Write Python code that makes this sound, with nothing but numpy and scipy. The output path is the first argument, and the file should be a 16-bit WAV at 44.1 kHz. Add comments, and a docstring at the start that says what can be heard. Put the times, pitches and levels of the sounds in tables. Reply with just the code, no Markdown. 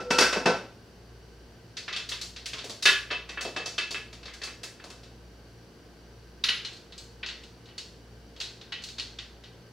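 """Throughout, a soft fan rush and two motor hums that beat once a second lie under a small bright kitchen.
First a heavy aluminium lid rubs on a large pressure pot, two modes singing, and knocks into place.
Clamp bolts then swing up against its rim: noisy contacts that also ring the seated lid's modes.
Last, hard plastic knobs clack and click as they are turned: sharp cracks over short, damped modes."""
import sys
import numpy as np
from scipy.fft import rfft, irfft, next_fast_len
from scipy.io import wavfile
from scipy.ndimage import uniform_filter1d

SR = 44100
rng = np.random.default_rng(int(sys.argv[2]) if len(sys.argv) > 2 else 0)


def persist_wave(psi):
    """Save psi, clipped to +-1, as 16-bit WAV."""
    counts = np.round(np.clip(psi, -1, 1) * 32767).astype(np.int16)
    wavfile.write(sys.argv[1], SR, np.atleast_2d(counts).T)


N = 428652
HIT = 2 ** 15  # samples per blow
T = np.arange(HIT) / SR
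HZ = np.fft.rfftfreq(HIT, 1 / SR)


def amp(db):
    """Decibels to gain."""
    return 10 ** (np.asarray(db) / 20)


def unit(x):
    """Scale to rms 1."""
    return x / np.sqrt(np.mean(x ** 2) + 1e-20)


def along(points, hz):
    """Interpolate (Hz, value) points on a log frequency axis."""
    f, v = np.transpose(points)
    return np.interp(np.log(hz + 1), np.log(f + 1), v)


def bumps(peaks, hz):
    """Summed lift in dB of broad resonances (Hz, width Hz, lift dB)."""
    return sum(db / (1 + (2 * (hz - centre) / width) ** 2) for centre, width, db in peaks)


def fade(t60_s):
    """Exponential decay over one hit: 60 dB in t60_s."""
    return np.exp(-np.log(1000) * T / t60_s)


def wander(size, step):
    """Random curve, straight between normal knots one step of points apart."""
    knots = rng.standard_normal(int(size / step) + 4)
    return np.interp(np.arange(size) / step, np.arange(len(knots)), knots)


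def causal(gain):
    """Minimum-phase response with this gain, by folding the cepstrum."""
    cepstrum = irfft(np.log(np.maximum(gain, 1e-6)))
    cepstrum[1:HIT // 2] *= 2
    cepstrum[HIT // 2 + 1:] = 0
    return np.exp(rfft(cepstrum))


def add(track, time_s, sound):
    """Mix a sound into the track at a time."""
    start = max(round(time_s * SR), 0)
    part = sound[:, :N - start]
    track[:, start:start + part.shape[1]] += part


# steady air: (frequency [Hz], relative density [dB])
AIR_SPECTRUM = [(15, -28.5), (25, -18), (64, -4), (269, -6.5), (473, -6.5), (587, -12), (1250, -19.5),
                (1550, -19), (2260, -23.5), (3580, -27), (4690, -24), (5230, -30.5), (5670, -28.5),
                (7220, -33.5), (15800, -41.5)]
# duct resonances: (frequency [Hz], width [Hz], lift [dB])
DUCT_PEAKS = [(105, 15, 6), (399, 81, 1.5), (1555, 73, 7), (2970, 350, 5.5), (4770, 1200, 5.5),
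              (5750, 110, 10.5)]
# stereo spread of the air: (frequency [Hz], side re mid gain [dB])
AIR_SPREAD = [(60, -32), (110, -20), (200, -10), (380, -14), (700, -8), (1290, -7.5), (2380, -4),
              (4400, -6.5), (8120, -1.5), (15000, 0)]


def fan_rush():
    """Air noise shaped by a few duct resonances, as mid and side."""
    size = next_fast_len(N)
    hz = np.fft.rfftfreq(size, 1 / SR)
    gain = amp(along(AIR_SPECTRUM, hz) + bumps(DUCT_PEAKS, hz))
    spread = [np.ones_like(hz), amp(along(AIR_SPREAD, hz))]
    noise = rfft(rng.standard_normal((2, size)))
    mid, side = irfft(noise * gain * spread, size)[:, :N]
    return amp(-54) * np.array([mid, side]) / np.std(mid)


def motor(hz, orders):
    """Motor hum as a harmonic series; orders above the first drift a little in phase."""
    t = np.arange(N) / SR - 1.28  # zero: both fundamentals in step
    drift_rad = 0.15 * wander(N, SR / 3)
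    hum = np.zeros(N)
    for order, level_db in orders:
        phase = 2 * np.pi * round(order) * hz * t
        if order > 1.5:
            phase = phase + order * drift_rad + 2 * np.pi * rng.random()
        hum += np.sqrt(2) * amp(level_db) * np.cos(phase)
    return hum


# motor harmonics: (order [multiple of rotation rate], rms level [dB])
FAN_HARMONICS = [(1, -61.5), (2, -64), (3, -66), (4, -68), (5, -73.5), (6, -68.5), (8, -68), (12, -74)]
COMPRESSOR_HARMONICS = [(1, -57), (2, -62), (3, -72.5)]
FAN_HZ, COMPRESSOR_HZ = 57.85, 58.86


def kitchen():
    """Fan rush, plus fan and compressor hums whose 1 Hz offset makes them beat."""
    hum = motor(FAN_HZ, FAN_HARMONICS) + motor(COMPRESSOR_HZ, COMPRESSOR_HARMONICS)
    return fan_rush() + np.outer([1, 0], hum)


# treble tilt: (frequency [Hz], gain per hardness [dB/dB])
HARDNESS_TILT = [(1500, -0.16), (3000, 0), (5400, 0.4945), (7700, 1), (16000, 1.51)]
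# bass fill: (frequency [Hz], gain per weight [dB/dB])
WEIGHT_FILL = [(700, 1), (1500, 0)]


def blow(spectrum, level_db, hardness_db, weight_db):
    """Blow spectrum in dB: a shorter, harder contact tilts to treble, the mass behind it fills the bass."""
    bass = np.clip(along(WEIGHT_FILL, HZ), 0, 1)
    tilt_db = hardness_db * along(HARDNESS_TILT, HZ) * (1 - bass)
    return level_db + along(spectrum, HZ) + tilt_db + weight_db * bass


# crowded small modes of the metal: (frequency [Hz], unevenness [dB])
MODE_CROWD = [(300, 1.5), (1500, 3), (4000, 1.5), (12000, 6.5)]
CROWD_SPACING_HZ = 44.84
# stereo spread of blows, wider in the treble: (frequency [Hz], side re mid gain [dB])
BLOW_SPREAD = [(60, -30), (250, -26), (700, -18), (1400, -13), (2800, -12), (5600, -7), (11000, -5)]


def contact(colour_db, crack, chatter_t60_s, room_db, room_t60_s, rough_db, attack_s):
    """Hard contact, mid and side: crack and chatter wake a fresh mix of small modes; the kitchen answers."""
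    # tiny rebounds make the chatter lumpy
    rebounds = unit(amp(rough_db * np.clip(wander(HIT, SR / 900), -2, 2)))
    chatter = rng.standard_normal((2, HIT)) * rebounds * fade(chatter_t60_s) * [[1], [.7]]
    room = rng.standard_normal((2, HIT)) * fade(room_t60_s)
    force = (chatter + amp(room_db) * room) * (1 - np.exp(-T / attack_s))
    force[0, round(.003 * SR)] += crack
    crowd = amp(along(MODE_CROWD, HZ) * wander(len(HZ), CROWD_SPACING_HZ / HZ[1]))
    crowd = crowd / np.sqrt(uniform_filter1d(crowd ** 2, size=300))
    response = causal(amp(colour_db) * crowd)
    spread = [np.ones_like(HZ), amp(along(BLOW_SPREAD, HZ))]
    return irfft(rfft(force) * response * spread)


def ring(modes, low_db, high_db, hardness_db, waver):
    """Modes split at 2 kHz: a soft blow misses the highest; reflections build up and make each waver."""
    out = np.zeros((2, HIT))
    build_up = 1 - np.exp(-T / 0.017)
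    for hz, mode_db, t60_s in modes:
        echoes = waver * build_up * (wander(HIT, SR / 90) + 1j * wander(HIT, SR / 90))
        carrier = np.exp(2j * np.pi * (hz * T + rng.random()))
        tone = (1 + echoes) * carrier * fade(t60_s)
        blow_db = low_db if hz < 2000 else high_db
        blow_db = blow_db + hardness_db * max(along(HARDNESS_TILT, hz), 0)
        side = amp(along(BLOW_SPREAD, hz)) * tone.imag
        out += amp(mode_db + blow_db) * np.array([tone.real, side])
    return out * (1 - np.exp(-T / 0.0043))


# singing of the sliding lid: (time [s], low mode level [dB], high mode level [dB])
RUB_CURVES = [(0.0, -47, -38), (0.02, -49, -45.5), (0.08, -31.5, -52), (0.106, -33, -50), (0.12, -34, -32),
              (0.18, -26.5, -32)]
# singing modes: (frequency [Hz], level offset [dB])
SINGING_MODES = [(494, -1.5), (1345, 4.5)]
RUB_RELEASE_DB_PER_S = 108


def rub():
    """The lid slides on the rim: two modes sing, then die away as it knocks."""
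    t = np.arange(N) / SR
    times_s, *curves_db = np.transpose(RUB_CURVES)
    release_db = RUB_RELEASE_DB_PER_S * np.maximum(t - times_s[-1], 0)
    song = np.zeros(N)
    for (hz, mode_db), curve_db in zip(SINGING_MODES, curves_db):
        level_db = mode_db + np.interp(t, times_s, curve_db) - release_db
        song += amp(level_db) * np.sin(2 * np.pi * hz * t)
    return np.outer([1, 0], song)


# lid knocks: (time [s], level [dB], hardness [dB], weight [dB])
LID_KNOCKS = [(.001, -36.5, -1.5, 4), (0.1039, -18, 2, -3.5), (.183, -13, 4, -11), (.2025, -18, 7, -3.5),
              (0.2183, -15, -3, -13), (.325, -20.5, -1.5, -10.5), (0.3571, -29.5, -13, 6),
              (.4558, -16.5, -3.5, 1.5), (.476, -27.5, -8, 7)]
# lid blow of middling hardness: (frequency [Hz], level [dB])
LID_SPECTRUM = [(40, -28), (130, 2), (240, 14.5), (700, 14), (1500, 7), (2700, 3.5), (3800, 0.5), (5400, 1),
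                (7700, -9.5), (11000, -18), (16000, -33)]
# broad lid resonances: (frequency [Hz], width [Hz], lift [dB])
LID_RESONANCES = [(183, 38, 3.5), (305, 99, -3), (455, 230, 1.5), (710, 140, -1.5), (1180, 190, -3),
                  (1570, 60, 4.5), (2120, 690, -1), (5640, 370, 4.5), (13800, 8100, -5.5)]
# modes of the held lid: (frequency [Hz], level [dB], t60 [s])
HELD_LID_MODES = [(386, -4, .27), (497, -2, .31), (829, -14, .25), (1007, -13, .3), (1346, -3, .38),
                  (1476, -5, .33), (1519, -1, .36), (1954, -15, .45), (2598, 0, .32), (2624, 3, .33),
                  (3063, -16, .45), (3612, -13, .45), (3975, -9, .3), (4328, -11, .35), (4560, -7, .38),
                  (4746, -7, .33), (4969, -11, .4), (5435, -8, .4), (6149, -13, .3), (7989, -19, .3)]


def lid():
    """The lid knocks round the rim until it drops home; weight wakes its low modes."""
    track = np.zeros((2, N))
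    for time_s, level, hardness, weight in LID_KNOCKS:
        colour_db = blow(LID_SPECTRUM, level, hardness, weight) + bumps(LID_RESONANCES, HZ)
        knock = contact(colour_db, crack=0.99, chatter_t60_s=0.078, room_db=-7.0,
                        room_t60_s=0.41, rough_db=5.5, attack_s=0.003)
        add(track, time_s, amp(2.0) * knock)
        add(track, time_s, ring(HELD_LID_MODES, low_db=level - 10 + .35 * weight,
                                high_db=level - 13.5, hardness_db=hardness, waver=0.75))
    return track


# bolt contacts: (time [s], level [dB], hardness [dB], weight [dB], pitch [Hz])
BOLT_HITS = [(1.768, -26, 4, -28, 4740), (1.8788, -23.5, -8, -16, 2050), (1.9262, -23, -3, -32, 3500),
             (1.9612, -22, 2.5, -19, 3340), (2.0891, -30, 14.5, -19, 4240), (2.1153, -22.5, 0.5, -17, 3400),
             (2.2124, -29.5, 14.5, -19, 4200), (2.361, -30.5, 0, -30, 4300), (2.4573, -27, 12, -28, 2830),
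             (2.5318, -25.5, 1.5, -12, 2640), (2.582, -27.5, 0, -16, 3500), (2.6414, -35, 15, 3.5, 2580),
             (2.6951, -31.5, 13, -5, 4070), (2.8237, -23.5, 14.5, -19, 4300),
             (2.854, -7.5, -0.5, -16.5, 2820), (2.8783, -13, -15.5, -29, 1670),
             (3.102, -25.5, -22, -13, 1700), (3.1089, -20.5, -8, -9.5, 2900),
             (3.2897, -29, 2.5, -11.5, 1960), (3.371, -28, -32, -11, 1760), (3.4082, -26.5, 13, -9, 2640),
             (3.449, -29, -4, 4, 4670), (3.562, -21.5, -2.5, -5.5, 1690), (3.6574, -26, 9, -7.5, 5700),
             (3.78, -17.5, -2, -18.5, 2800), (3.907, -29, 13, -6.5, 4570),
             (3.9425, -25, -19.5, -14.5, 2620), (4.1279, -37, 7.5, -7, 2600),
             (4.2288, -38.5, -2, -10, 4700), (4.2549, -34.5, 2.5, -12, 3870), (4.2775, -34, -12, -20, 1960),
             (4.3357, -36, 10, -21, 1610), (4.4157, -28.5, 1, -14, 1910), (4.434, -30, 12.5, -15, 4660),
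             (4.473, -33, -12, -11.5, 1880), (4.6323, -29.5, 13, -10.5, 1790),
             (4.7965, -40.5, -16, -17, 1570), (4.839, -38, 11, 0, 1190), (4.9005, -37, 11, -6.5, 1410),
             (5.032, -44, 7.5, -8, 3880)]
# bolt blow of middling hardness: (frequency [Hz], level [dB])
BOLT_SPECTRUM = [(40, -15), (130, -1.5), (240, 7.5), (700, 13), (1500, -1.5), (2700, -0.5), (3800, 1),
                 (5400, -2.5), (7700, -14.5), (11000, -27), (16000, -37)]
# broad bolt resonances: (frequency [Hz], width [Hz], lift [dB])
BOLT_RESONANCES = [(414, 86, 5), (597, 140, -1.5), (844, 190, -7), (1940, 170, 1), (3500, 80, 1),
                   (4495, 145, 4.5), (6640, 1100, 1), (13640, 7400, -7)]
# modes of the lid seated on the pot: (frequency [Hz], level [dB], t60 [s])
SEATED_LID_MODES = [(382, -17, .4), (1125, -22, .4), (1448, -11, .28), (1702, -1, .37), (1976, -16, .35),
                    (2621, 0, .32), (3056, -15, .4), (3246, -9, .27), (3618, -12, .33), (3736, -14, .25),
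                    (4332, -17, .37), (4813, -17, .25), (5450, -23, .4), (6595, -25, .3), (7989, -30, .3),
                    (9109, -31, .2)]
# before the rim, bolts only rattle on their pivots and the lid rings less
RIM_REACHED_S, PIVOT_RING_DB = 2.8, -8
LID_WAKE_DB_PER_DB, HARD_TAP_LOSS_DB_PER_DB = 1.33, .22  # per level, per hardness


def bolts():
    """Steel bolts swing into their slots, each with its own dull pitch, and ring the seated lid."""
    track = np.zeros((2, N))
    for time_s, level, hardness, weight, hz in BOLT_HITS:
        # a stronger blow reaches higher into the treble
        top_db = 0.83 * max(level + 23, 0)
        # a softer one gathers round its own pitch
        gather_db = 3.26 + 0.14 * max(-hardness, 0)
        own_peaks = [(hz, 0.22 * hz, 3), (hz, 0.95 * hz, gather_db), (10400, 700, 3), (12000, 7000, top_db)]
        colour_db = blow(BOLT_SPECTRUM, level, hardness, weight)
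        colour_db = colour_db + bumps(BOLT_RESONANCES, HZ) + bumps(own_peaks, HZ)
        add(track, time_s, contact(colour_db, crack=1.5, chatter_t60_s=0.055, room_db=-6.5,
                                   room_t60_s=0.39, rough_db=2.0, attack_s=0.0021))
        # a light, hard tap hardly wakes the heavy lid
        wake_db = LID_WAKE_DB_PER_DB * level - HARD_TAP_LOSS_DB_PER_DB * hardness
        if time_s < RIM_REACHED_S:
            wake_db += PIVOT_RING_DB
        add(track, time_s, ring(SEATED_LID_MODES, low_db=1.2 * wake_db - 7.5, high_db=wake_db - 4,
                                hardness_db=hardness, waver=0.75))
    return track


# knob blow of middling hardness: (frequency [Hz], level [dB])
KNOB_SPECTRUM = [(40, -40), (130, -20), (240, -7.5), (700, -12), (1500, -6.5), (2700, -1), (3800, 0),
                 (5400, -3.5), (7700, -11), (11000, -25), (16000, -28)]
# broad knob resonances: (frequency [Hz], width [Hz], lift [dB])
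KNOB_RESONANCES = [(1060, 1800, -3), (1620, 57, 5), (2180, 1200, -2.5), (2557, 520, 2), (3750, 730, 0),
                   (4420, 420, 3.5), (8800, 3500, -3.5), (10300, 580, -0.5), (13900, 5500, -14.5)]
# modes of a knob on its bolt: (frequency [Hz], level [dB], t60 [s])
KNOB_RING_MODES = [(1420, -18, 0.47), (1502, -7, 0.17), (1934, -4.5, 0.35), (2020, -24, 0.63),
                   (2655, -10, 0.32), (2930, 2.5, 0.17), (3340, 0.5, 0.1), (3810, 2, 0.17),
                   (3840, 10, 0.028), (4190, 3, 0.19), (4770, -10.5, 0.18), (10250, -26, 0.21)]


def knob(level, hardness, hz):
    """Hard plastic clacks and rings briefly; the grip leaves one damped resonance strongest."""
    # a stronger blow reaches the topmost resonances
    top_db = 1.26 * max(level + 26, 0)
    own_peaks = [(hz, 0.073 * hz, 5), (hz, 0.8 * hz, 1.5), (10500, 700, top_db), (14000, 2500, top_db)]
    # the thud of the hand grows more slowly than the click
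    thud_db = -.45 * (level + 26.5)
    colour_db = blow(KNOB_SPECTRUM, level, hardness, thud_db)
    colour_db = colour_db + bumps(KNOB_RESONANCES, HZ) + bumps(own_peaks, HZ)
    clack = contact(colour_db, crack=3.4 * amp(0.17 * (level + 16)), chatter_t60_s=0.046, room_db=-10,
                    room_t60_s=0.45, rough_db=3, attack_s=0.0022)
    tail = ring(KNOB_RING_MODES, low_db=level - 27.5 - 0.37 * hardness, high_db=level - 21,
                hardness_db=hardness, waver=0.95)
    return amp(3) * clack + tail


# knob clacks: (time [s], level [dB], hardness [dB], pitch [Hz])
KNOB_HITS = [(6.4373, -11, -5.5, 3800), (6.4859, -9, -12, 2970), (6.647, -22.5, -2, 4130),
             (6.7287, -42.5, 11, 4300), (6.765, -42.5, 6, 4400), (6.9219, -34.5, -4, 3890),
             (6.978, -35, 12.5, 4370), (7.2296, -20, -23, 2760), (7.2608, -25, -2, 4500),
             (7.2854, -22.5, -8, 1900), (7.4338, -39, 5, 2840), (7.656, -42, -2, 4260),
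             (7.6856, -38.5, -15, 2920), (7.779, -27, 6.5, 4440), (8.362, -37.5, -3, 3140),
             (8.4002, -26.5, 5.5, 4550), (8.41, -21.5, 0.5, 4000), (8.6107, -34.5, -3.5, 3800),
             (8.7207, -19, -14, 2920), (8.8199, -39, 8, 2910), (8.8361, -30, 10.5, 4200),
             (8.8854, -33, 7, 4300), (8.9825, -25.5, 1, 4130), (8.9953, -23.5, 1, 4360),
             (9.1862, -25.5, -5, 3570), (9.436, -34.5, -7, 3600)]


def knobs():
    """The knobs clack as they are gripped and tick as they turn on their threads."""
    track = np.zeros((2, N))
    for time_s, level, hardness, hz in KNOB_HITS:
        add(track, time_s, knob(level, hardness, hz))
    return track


def scene():
    """All sources, mid and side turned to left and right, left slightly louder."""
    mid, side = kitchen() + rub() + lid() + bolts() + knobs()
    balance_db = [[.15], [-.15]]
    return np.array([mid + side, mid - side]) * amp(balance_db)


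TOP_HZ = 15800


def record(dry):
    """Brick-wall low-pass: nothing remains at or above TOP_HZ."""
    size = next_fast_len(N + SR // 2)
    passband = np.fft.rfftfreq(size, 1 / SR) < TOP_HZ
    return irfft(rfft(dry, size) * passband, size)[:, :N]


dry = scene()
out = record(dry)
persist_wave(out)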